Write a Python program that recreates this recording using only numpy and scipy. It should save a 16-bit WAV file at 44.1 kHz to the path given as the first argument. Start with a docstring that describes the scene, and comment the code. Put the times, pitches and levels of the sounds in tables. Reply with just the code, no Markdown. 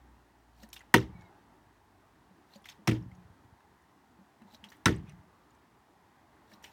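"""In a yard, a part-filled plastic bottle is flipped onto the top board of a wooden fence: three landings and
a fourth throw. The base cracks on the board and the fence booms, both as struck banks of decaying sines, while
posts and panels shake on as dying noise. Water and fingers make slaps (short bubble rings with grit), hollow
bonks (pairs of decaying sines), hisses (shaped noise) and one faint sinking tone. Behind them lie distant road
noise, patchy and slowly swelling, and an engine rumble of two wavering sines that slows and fades."""
import sys
import numpy as np
from scipy import signal
from scipy.io import wavfile
from scipy.ndimage import uniform_filter1d

SR = 44100
rng = np.random.default_rng(int(sys.argv[2]) if len(sys.argv) > 2 else 0)


def wav_record(signal):
    """Record a signal, one row per channel, as 16-bit PCM in the file named by sys.argv[1]."""
    frames = np.transpose(np.atleast_2d(signal))
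    bounded = np.clip(frames, -1, 1)
    # unit amplitude maps onto the largest positive 16-bit level
    quanta = np.round(bounded * 32767).astype(np.int16)
    wavfile.write(sys.argv[1], SR, quanta)


def makeup_ratio(level_db):
    """Linear amplitude ratio for a level in decibels (20 dB per factor of ten)."""
    decades = np.asarray(level_db, float) / 20
    return 10 ** decades


N = 296352


def evened(x):
    """Power normalisation: scales to rms 1."""
    return x / np.sqrt(np.mean(x ** 2) + 1e-20)


def peaked(x, db):
    """Peak normalisation: scales to a peak level in dB."""
    return makeup_ratio(db) * x / abs(x).max()


def read(points, hz):
    """Logarithmic pitch scale: interpolates a table along log frequency."""
    f, value = np.transpose(points)
    return np.interp(np.log(hz + 1), np.log(f + 1), value)


def add(mix, s, sound):
    """Superposition: adds a sound to the mix from time s."""
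    part = mix[round(s * SR):][:len(sound)]
    part += sound[:len(part)]


def noise(count, shape, size):
    """Spectral shaping: random short-time spectra under the magnitude shape(hz, t)."""
    hop = size // 4
    frames = count // hop + 5
    hz = np.fft.rfftfreq(size, 1 / SR)[:, None]
    t = np.arange(frames) * hop / SR
    real, imaginary = rng.standard_normal((frames, len(hz), 2)).T
    spectra = (real + 1j * imaginary) * shape(hz, t)
    return signal.istft(spectra, nperseg=size, noverlap=size - hop)[1][:count]


def patches(hz, t, bins, frames):
    """Random modulation: rms-1 patches, smoothed over so many frequency bins and time frames."""
    grain = rng.standard_normal((len(t), len(hz)))
    across = uniform_filter1d(grain, size=bins, axis=1)
    return evened(uniform_filter1d(across, size=frames, axis=0)).T


def ring(modes, count, weight=lambda hz: 1, sense=1):
    """Modal synthesis: sums decaying sines; mode k is scaled by sense ** k, so a negative sense alternates signs."""
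    t = np.arange(count) / SR
    total = np.zeros(count)
    for k, (hz, db, t60) in enumerate(modes):
        total += sense ** k * weight(hz) * makeup_ratio(db - 60 * t / t60) * np.sin(2 * np.pi * hz * t)
    return total


def favour(ring_hz, rest, spread):
    """Point excitation: the spot struck drives the modes near one pitch more than the rest."""
    return lambda hz: rest + np.exp(-(np.log(hz / ring_hz) / spread) ** 2)


def lasting(t60, hz):
    """Frequency-dependent damping: scales a time given for 2 kHz; higher rings die sooner."""
    return t60 * (hz / 2000) ** -0.34


# The base of the bottle snapping on the board, edge by edge. Each row: start in seconds, peak level in dB,
# most strongly excited ring in Hz, grit peak in dB relative to the ring.
BASE_CRACKS = [(0.9407, -14.5, 3500, 2), (0.9411, -4.5, 1870, -9), (.9428, -8.5, 851.4, -15),
               (.956, -24, 2820, -9), (0.962, -19, 2300, -8.5), (0.97, -24.5, 2850, -7),
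               (.981, -29, 1495, -11.5), (2.8737, -28, 2700, 5), (2.876, -19.5, 930, -13.5),
               (2.8782, -19, 2100, -7.5), (2.89, -29, 1666, -16), (2.894, -34, 3300, -2),
               (2.913, -34, 2500, -9), (2.921, -41.5, 2140, -8), (4.857, -14.5, 5500, -5),
               (4.858, -12.5, 1870, -16.5), (4.8583, -13.5, 3725, -12), (4.861, -15, 1490, -19.5),
               (4.869, -16.5, 1490, -15), (4.881, -19, 1607, -13.5), (4.892, -31.5, 1900, -10)]
# Modes of the plastic base. Each row: frequency in Hz, level in dB before the strike weights it,
# free decay time (t60) in seconds.
BASE_MODES = [(726, -10, 0.047), (930, -3.5, 0.11), (1312, -6, 0.041), (1490, -10.5, 0.05),
              (1870, -4, 0.019), (2300, -5.5, 0.01), (2700, -6.5, 0.026), (3140, -11, 0.016),
              (3600, -10, 0.03), (3900, -12, 0.016), (5370, -4, 0.022), (6140, -3.5, 0.0095),
              (6800, -17, 0.034), (8720, 5.5, 0.0019), (11640, -11, 0.0052), (14600, -30.5, .006)]
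CRACK_S = 0.023  # time scale of a crack at 2 kHz; each part decays in its own proportion to it


def cracks(mix):
    """Impact excitation: a sharp contact with a little chatter rings the plastic; grit on the board spits."""
    t = np.arange(3000) / SR
    draws = rng.standard_normal((len(BASE_CRACKS), 2, len(t)))
    for (s, db, ring_hz, grit_db), (chatter, grit) in zip(BASE_CRACKS, draws):
        scale_s = lasting(CRACK_S, ring_hz)
        contact = (t == 0) + 0.45 * chatter * makeup_ratio(-60 * t / (0.43 * scale_s))
        plastic = ring(BASE_MODES, len(t), favour(ring_hz, 0.1, 0.26), sense=-1.02)
        body = signal.fftconvolve(contact, plastic)[:len(t)] * makeup_ratio(-15 * t / scale_s)
        spit = signal.lfilter([1], [1, -0.4], grit) * makeup_ratio(-60 * t / (0.13 * scale_s))
        add(mix, s, peaked(peaked(body, 0) + peaked(spit, grit_db), db))


# The weight of the water pushing on the board, at landing and as the bottle rocks. 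Each row: start in seconds,
# peak level in dB before the bass cut, most strongly excited ring in Hz.
WATER_KNOCKS = [(.943, -10, 230), (.948, -11, 480), (0.951, -9.5, 340), (.957, -18.5, 125),
                (0.964, -11.5, 390), (0.974, -26.5, 122), (0.99, -23.5, 122), (1.02, -35.5, 315),
                (1.044, -38, 97), (1.071, -45, 122), (1.109, -46, 110.4), (1.151, -38.5, 182),
                (1.191, -45, 110.9), (1.24, -52, 150), (2.879, -18.5, 212), (2.8854, -12, 112.3),
                (2.894, -17, 240), (2.919, -17.5, 315), (2.937, -20.5, 122), (2.971, -30.5, 122),
                (3.011, -33, 180), (3.06, -31.5, 110.4), (3.12, -40, 180), (3.181, -42.5, 169.2),
                (3.25, -42.5, 101), (3.298, -43.5, 97), (3.392, -51, 97), (3.445, -48, 130),
                (3.522, -45.5, 103.6), (4.861, -16.5, 212), (4.869, -13, 212), (4.879, -15.5, 132.4),
                (4.890, -16, 315), (4.901, -18, 385), (4.922, -24, 131), (4.949, -36, 97), (4.99, -49, 131),
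                (5.038, -36, 202.3), (5.082, -38.5, 150), (5.131, -40.5, 180), (5.188, -45, 97),
                (5.509, -52.5, 68.54)]
# Modes of the fence. Each row: frequency in Hz, level in dB before the push weights it, decay time (t60) in seconds.
FENCE_MODES = [(66, -13, 0.24), (97, -6, 0.083), (122, -0.5, 0.15), (150, -11.5, 0.43), (180, -8, 0.45),
               (212, -4, 0.09), (240, -11.5, 0.14), (262, -8, 0.073), (315, -1.5, 0.23), (340, -2.5, 0.09),
               (385, -3.5, .12), (435, -12, 0.1), (490, -3.5, 0.13), (530, -16.5, 0.03), (610, -9.5, .08),
               (620, -20.5, 0.073)]
HARD_MS, DOUBLING_DB = 0.8, 16  # contact time at 0 dB, and the drop in level that doubles it


def knocks(mix):
    """Contact-time filtering: a half-sine push rings the fence; a longer contact leaves only the low modes."""
    bass_cut = signal.butter(2, 70, "high", fs=SR, output="sos")  # the knocks carry little deep bass below 70 Hz
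    for s, db, ring_hz in WATER_KNOCKS:
        contact_ms = HARD_MS * 2 ** (-db / DOUBLING_DB)
        samples = SR * contact_ms / 1000
        push = -np.sin(np.pi * np.arange(0.5, samples) / samples)  # first away from the microphone
        board = ring([(230, 2.2, 0.014)], 22000)  # the top board bends once and stops
        fence = ring(FENCE_MODES, len(board), favour(ring_hz, 0.13, 0.09))
        both = signal.fftconvolve(board + fence, push)
        add(mix, s, signal.sosfilt(bass_cut, peaked(both, db)))


# Posts and panels shaking on after each landing. Each row: start in seconds, level in dB
# (rms of the first 2000 samples before the soft onset), factor on the decay times.
FENCE_SHAKES = [(.945, -28, 1.2), (2.882, -30.5, 1.23), (4.862, -28.5, 1.2)]
# Spectrum of the shaking. Each row: frequency in Hz, relative level in dB per Hz.
SHAKE_SPECTRUM = [(35, -39.5), (60, -11.5), (97, -4), (138, 0.5), (259, -16), (329, -5.5), (665, -29.5),
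                  (831, -29), (911, -21), (1040, -32.5), (1810, -31.5), (2060, -34), (4000, -41.5),
                  (5000, -48.5), (6500, -77), (11000, -120)]
# Damping of the shaking. Each row: frequency in Hz, decay time (t60) in seconds before the factor.
SHAKE_DECAY = [(60, 0.53), (160, 0.3), (400, 0.24), (900, 0.31), (2000, 0.11), (5000, 0.16)]


def shakes(mix):
    """High modal density: with too many panel modes to count, the tail is noise that dies band by band."""
    t = np.arange(SR) / SR
    onset = 1 - np.exp(-t / 0.0024)
    for s, db, longer in FENCE_SHAKES:
        def dying(hz, u):
            return makeup_ratio(read(SHAKE_SPECTRUM, hz) - 60 * u / (longer * read(SHAKE_DECAY, hz)))

        tail = noise(SR, dying, size=512)
        add(mix, s, makeup_ratio(db) * tail / tail[:2000].std() * onset)


# Water slapping the wall, and finger ticks. Each row: start in seconds, peak level in dB, ring in Hz.
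WATER_SLAPS = [(0.6323, -49.5, 1880), (0.633, -46.5, 5580), (0.6893, -52.5, 9600), (0.7014, -57, 6500),
               (0.7294, -46, 3060), (0.7299, -36.5, 5900), (0.7643, -40.5, 2820), (0.7924, -52, 6370),
               (0.8066, -47, 2020), (0.8124, -49.5, 1920), (1.195, -58, 754), (1.2101, -58, 4400),
               (1.2198, -53, 2220), (2.5374, -49, 4140), (2.559, -49, 4590), (2.6214, -62, 9500),
               (2.6427, -52, 3400), (2.6595, -59, 4940), (2.6561, -44.5, 2030), (2.688, -58, 2980),
               (2.6974, -42.5, 5390), (2.7114, -50.5, 2690), (3.0244, -62, 5500), (3.1153, -54, 2140),
               (3.1502, -62.5, 6500), (3.6042, -58, 1690), (3.8194, -68, 7020), (4.4184, -54.5, 1862),
               (4.419, -59, 2700), (4.5464, -43, 4020), (4.6408, -45, 3340), (4.6419, -55, 6010),
               (4.6868, -52, 4060), (4.7014, -51, 5960), (4.7192, -46, 1870), (4.7671, -64, 8850),
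               (4.9611, -51.5, 8080), (5.0948, -52, 6020), (5.0953, -51, 2170), (5.1214, -52, 1690),
               (5.5059, -62, 4530), (5.5494, -64.5, 6200), (6.5172, -51.5, 1810), (6.536, -49.5, 3900),
               (6.623, -60, 1920), (6.6408, -45, 5700), (6.6418, -41, 2920), (6.6558, -45.5, 2390),
               (6.675, -54, 3000), (6.689, -63, 2740), (6.7154, -61, 4640)]
SLAP_S, SPIT_DB = 0.065, -8  # time scale at 2 kHz; peak of the spit relative to the ring


def slaps(mix):
    """Bubble resonance: a trapped bubble and its neighbours ring briefly; droplets spit over a wide band."""
    t = np.arange(4000) / SR
    wide = signal.butter(1, [1500, 7000], "band", fs=SR, output="sos")
    grits = rng.standard_normal((len(WATER_SLAPS), len(t)))
    neighbours = rng.uniform(0.75, 1.6, (len(WATER_SLAPS), 3))  # pitch ratios to the main bubble
    for (s, db, hz), grit, ratios in zip(WATER_SLAPS, grits, neighbours):
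        scale_s = lasting(SLAP_S, hz)
        spit = signal.sosfilt(wide, grit) * makeup_ratio(-60 * t / (0.45 * scale_s))
        push = (t == 0) + 0.36 * grit * makeup_ratio(-60 * t / (0.5 * scale_s))
        bubbles = [(hz, 0, 0.35 * scale_s)] + [(hz * ratio, -8, 0.5 * scale_s) for ratio in ratios]
        tone = signal.fftconvolve(push, ring(bubbles, len(t)))[:len(t)]
        add(mix, s, peaked(peaked(tone, 0) + peaked(spit, SPIT_DB), db))


# Hollow bonk of the bottle when water or a finger jolts it. Each row: start in seconds, peak level in dB,
# frequency in Hz, overtone level in dB relative to the fundamental.
BOTTLE_BONKS = [(0.625, -51, 199.5, 0), (0.635, -47, 220, -12), (1.536, -61, 370.6, -12.5),
                (2.307, -55, 187, -13), (2.557, -45.5, 204.6, -2.5), (2.789, -51, 195, -13),
                (2.819, -55.5, 207, -15), (4.187, -53, 193.6, -14), (4.209, -53.5, 203.6, -11),
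                (4.415, -48.5, 226, -18.5), (4.448, -51, 202, -19.5), (4.534, -52, 232, -7),
                (4.629, -51.5, 201, -21), (4.658, -52.5, 202, -23), (6.521, -53.5, 222, -6),
                (6.54, -56.5, 210, -21)]
BONK_T60_S = 0.12


def bonks(mix):
    """Cavity resonance: the air in the bottle swells for a few cycles, with its odd overtone."""
    t = np.arange(8000) / SR
    onset = 1 - np.exp(-t / 0.0024)
    for s, db, hz, overtone_db in BOTTLE_BONKS:
        modes = [(hz, 0, BONK_T60_S), (2.75 * hz, overtone_db, 0.7 * BONK_T60_S)]
        add(mix, s, peaked(ring(modes, len(t)) * onset, db))


# Colour shared by all the water hisses. Each row: frequency in Hz, relative level in dB per Hz before the tilt.
SPRAY_SPECTRUM = [(530, -37.5), (900, -4), (1040, -6), (1150, -3.5), (1370, -13), (1850, -2), (2330, -8),
                  (2960, -5), (4310, -13.5), (5550, -14.5), (10600, -29.5), (15100, -28), (16000, -41.5)]


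def spray(mix, s, db, tilt, ring_hz, rise, fall, rest):
    """Modulated noise: patchy hiss, lumpy with droplets, rises to its peak at s and falls, in dB per s."""
    lead = round(30 / rise * SR)  # the rise starts 30 dB down
    t = (np.arange(15000) - lead) / SR

    def patchy_colour(hz, u):
        tilted = makeup_ratio(read(SPRAY_SPECTRUM, hz) + tilt * np.log2((hz + 1) / 4000))
        colour = tilted * favour(ring_hz, rest, 0.12)(hz + 1)
        return colour * makeup_ratio(2.9 * patches(hz, u, bins=5, frames=7))

    hiss = noise(len(t), patchy_colour, size=256)
    drops = makeup_ratio(1.8 * evened(uniform_filter1d(rng.standard_normal(len(t)), size=110)))
    envelope = makeup_ratio(db + np.minimum(rise * t, -fall * t))
    add(mix, s - lead / SR, envelope * evened(hiss * drops))


# Fingers sliding off the cap, water washing back. Each row: peak time in seconds, level in dB,
# brightness in dB per octave, ring in Hz.
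SWISH_SWELLS = [(.636, -62.5, 8.5, 4200), (1.221, -56.5, -6, 3800), (2.56, -63.5, 6.5, 4100),
                (4.55, -63, 6.5, 3900), (5.1, -63, 0, 2350), (6.541, -65, 7.5, 4020)]
# Water thrown against the wall in flight. Each row: peak time in seconds, level in dB,
# brightness in dB per octave, ring in Hz, fall in dB per second.
WALL_SPLASHES = [(0.73, -47, 9, 3600, 520), (.761, -53, 2.5, 2590, 289), (2.642, -63, 1.5, 3420, 300),
                 (2.656, -53, 3, 2250, 350), (2.688, -47.5, 3, 3400, 370), (4.641, -51, 1.5, 3040, 548.5),
                 (4.69, -66, 10, 3200, 150), (4.719, -52.5, 0.5, 1950, 550.5), (6.626, -63, 8.5, 2780, 150),
                 (6.64, -53.5, 3.5, 2720, 281)]
# Spray at each landing, a burst over a longer wash. Each row: peak time in seconds, burst level in dB,
# wash level in dB, burst brightness in dB per octave, wash brightness in dB per octave.
LANDING_BURSTS = [(0.9426, -20.5, -31, 1.5, -.5), (2.8738, -30.5, -33.5, 1.1, .4),
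                  (4.8577, -20.5, -30.5, -0.83, -1.1)]
SWELL_DB_PER_S, SWISH_FALL_DB_PER_S, SUDDEN_DB_PER_S = 229.5, 515, 30000
BURST_FALL_DB_PER_S, WASH_FALL_DB_PER_S, BURST_RING_HZ = 900.5, 278.5, 2050


def sprays(mix):
    """Envelope contrast: swishes swell, splashes strike and fade, a landing bursts at once."""
    for row in SWISH_SWELLS:
        spray(mix, *row, SWELL_DB_PER_S, SWISH_FALL_DB_PER_S, rest=0.59)
    for *row, fall in WALL_SPLASHES:
        spray(mix, *row, SUDDEN_DB_PER_S, fall, rest=0.97)
    for s, burst_db, wash_db, burst_tilt, wash_tilt in LANDING_BURSTS:
        spray(mix, s, burst_db, burst_tilt, BURST_RING_HZ, SUDDEN_DB_PER_S, BURST_FALL_DB_PER_S, rest=2.8)
        spray(mix, s, wash_db, wash_tilt, BURST_RING_HZ, SUDDEN_DB_PER_S, WASH_FALL_DB_PER_S, rest=2.8)


GLIDE_S, GLIDE_LENGTH_S, GLIDE_DB = 1.11, 0.2, -67
GLIDE_HZ, SINK_HZ_PER_S, BREAKS_PER_S = 2320, 1150, 19


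def glide(mix):
    """Frequency modulation: a broken, wavering tone, with a weaker partner above, sinks as the water settles."""
    t = np.arange(0, GLIDE_LENGTH_S, 1 / SR)
    n = len(t)
    draws = rng.standard_normal((3, 12000))
    wobble, waver, partner = (evened(uniform_filter1d(v, size=500))[:n] for v in draws)
    turns = np.cumsum((GLIDE_HZ - SINK_HZ_PER_S * t) * (1 + 0.0062 * wobble)) / SR
    tone = makeup_ratio(2.5 * waver) * np.sin(2 * np.pi * turns)
    tone += makeup_ratio(-14 + 3 * partner) * np.sin(2 * np.pi * 1.78 * turns)
    breaks = makeup_ratio(4 * np.cos(2 * np.pi * BREAKS_PER_S * t) - 1.5)
    add(mix, GLIDE_S, makeup_ratio(GLIDE_DB) * breaks * tone * signal.windows.tukey(n, 0.4))


# Spectrum of the road and hiss. Each row: frequency in Hz, relative level in dB per Hz.
ROAD_SPECTRUM = [(18, -47), (30, -22), (55, -0.5), (106, -5.5), (174, -7), (204, -6), (328, -4.5),
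                 (449, -10.5), (486, -16), (866, -5), (1320, -14), (1910, -15), (2290, -22.5),
                 (11700, -36.5), (16000, -37)]
# Slow swell of the road. Each row: time in seconds, level in dB.
ROAD_SWELL = [(0, -64), (.5, -65.5), (1.201, -60), (1.8, -65.5), (2.6, -63), (3.3, -63.5), (4.001, -65),
              (4.4, -64.5), (4.55, -61.5), (4.7, -61.5), (4.999, -62), (5.9, -65), (6.4, -62.5),
              (6.72, -59.5)]


def road():
    """Broadband noise: far-off tyre roar with drifting patches, over the microphone hiss."""
    s, db = np.transpose(ROAD_SWELL)

    def drifting(hz, u):
        near = 1 / (1 + (hz / 3000) ** 2)  # only the roar swells, the hiss is steady
        swell = np.interp(u, s, db) - db.mean()
        return makeup_ratio(read(ROAD_SPECTRUM, hz) + near * (swell + 1.8 * patches(hz, u, bins=6, frames=8)))

    return makeup_ratio(db.mean()) * evened(noise(N, drifting, size=2048))


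# The engine drawing away. Each row: time in seconds, firing rate in Hz, rms level in dB before the waver.
ENGINE_COURSE = [(0.0, 61, -60.5), (0.1, 60.7, -60), (0.3, 57.3, -70.5), (0.649, 57, -59), (0.9, 55.9, -71),
                 (1.3, 50.4, -76.5), (1.62, 50.8, -66.5), (1.88, 48.25, -74), (2.23, 47.5, -73)]
OCTAVE_DB = -77  # rms before the waver


def engine():
    """Harmonic source: a wavering hum at the firing rate and its octave, slowing and drawing away."""
    s, firing_hz, db = np.transpose(ENGINE_COURSE)
    t = np.arange(N) / SR
    turns = np.cumsum(np.interp(t, s, firing_hz)) / SR
    waver = makeup_ratio(0.96 * evened(uniform_filter1d(rng.standard_normal(N), size=3000)))
    fade = np.clip((s[-1] + 0.1 - t) / 0.1, 0, 1)  # to silence in 0.1 s after the last row
    hum = makeup_ratio(np.interp(t, s, db)) * np.sin(2 * np.pi * turns)
    hum += makeup_ratio(OCTAVE_DB) * np.sin(4 * np.pi * turns)
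    return np.sqrt(2) * hum * waver * fade  # sqrt(2) turns rms into sine peak


def scene():
    """Superposition: all sources add at one microphone."""
    mix = road() + engine()
    for source in (cracks, knocks, shakes, slaps, bonks, sprays, glide):
        source(mix)
    return mix[None]


def band_limit(x):
    """A steep low-pass at the top of the band."""
    return signal.sosfilt(signal.butter(12, 17110, fs=SR, output="sos"), x)


def record(dry):
    """High-pass response: the microphone rolls off the deep bass."""
    rolloff = signal.butter(3, 58, "high", fs=SR, output="sos")
    finished = signal.sosfilt(rolloff, dry)
    return band_limit(finished)


dry = scene()
out = record(dry)
wav_record(out)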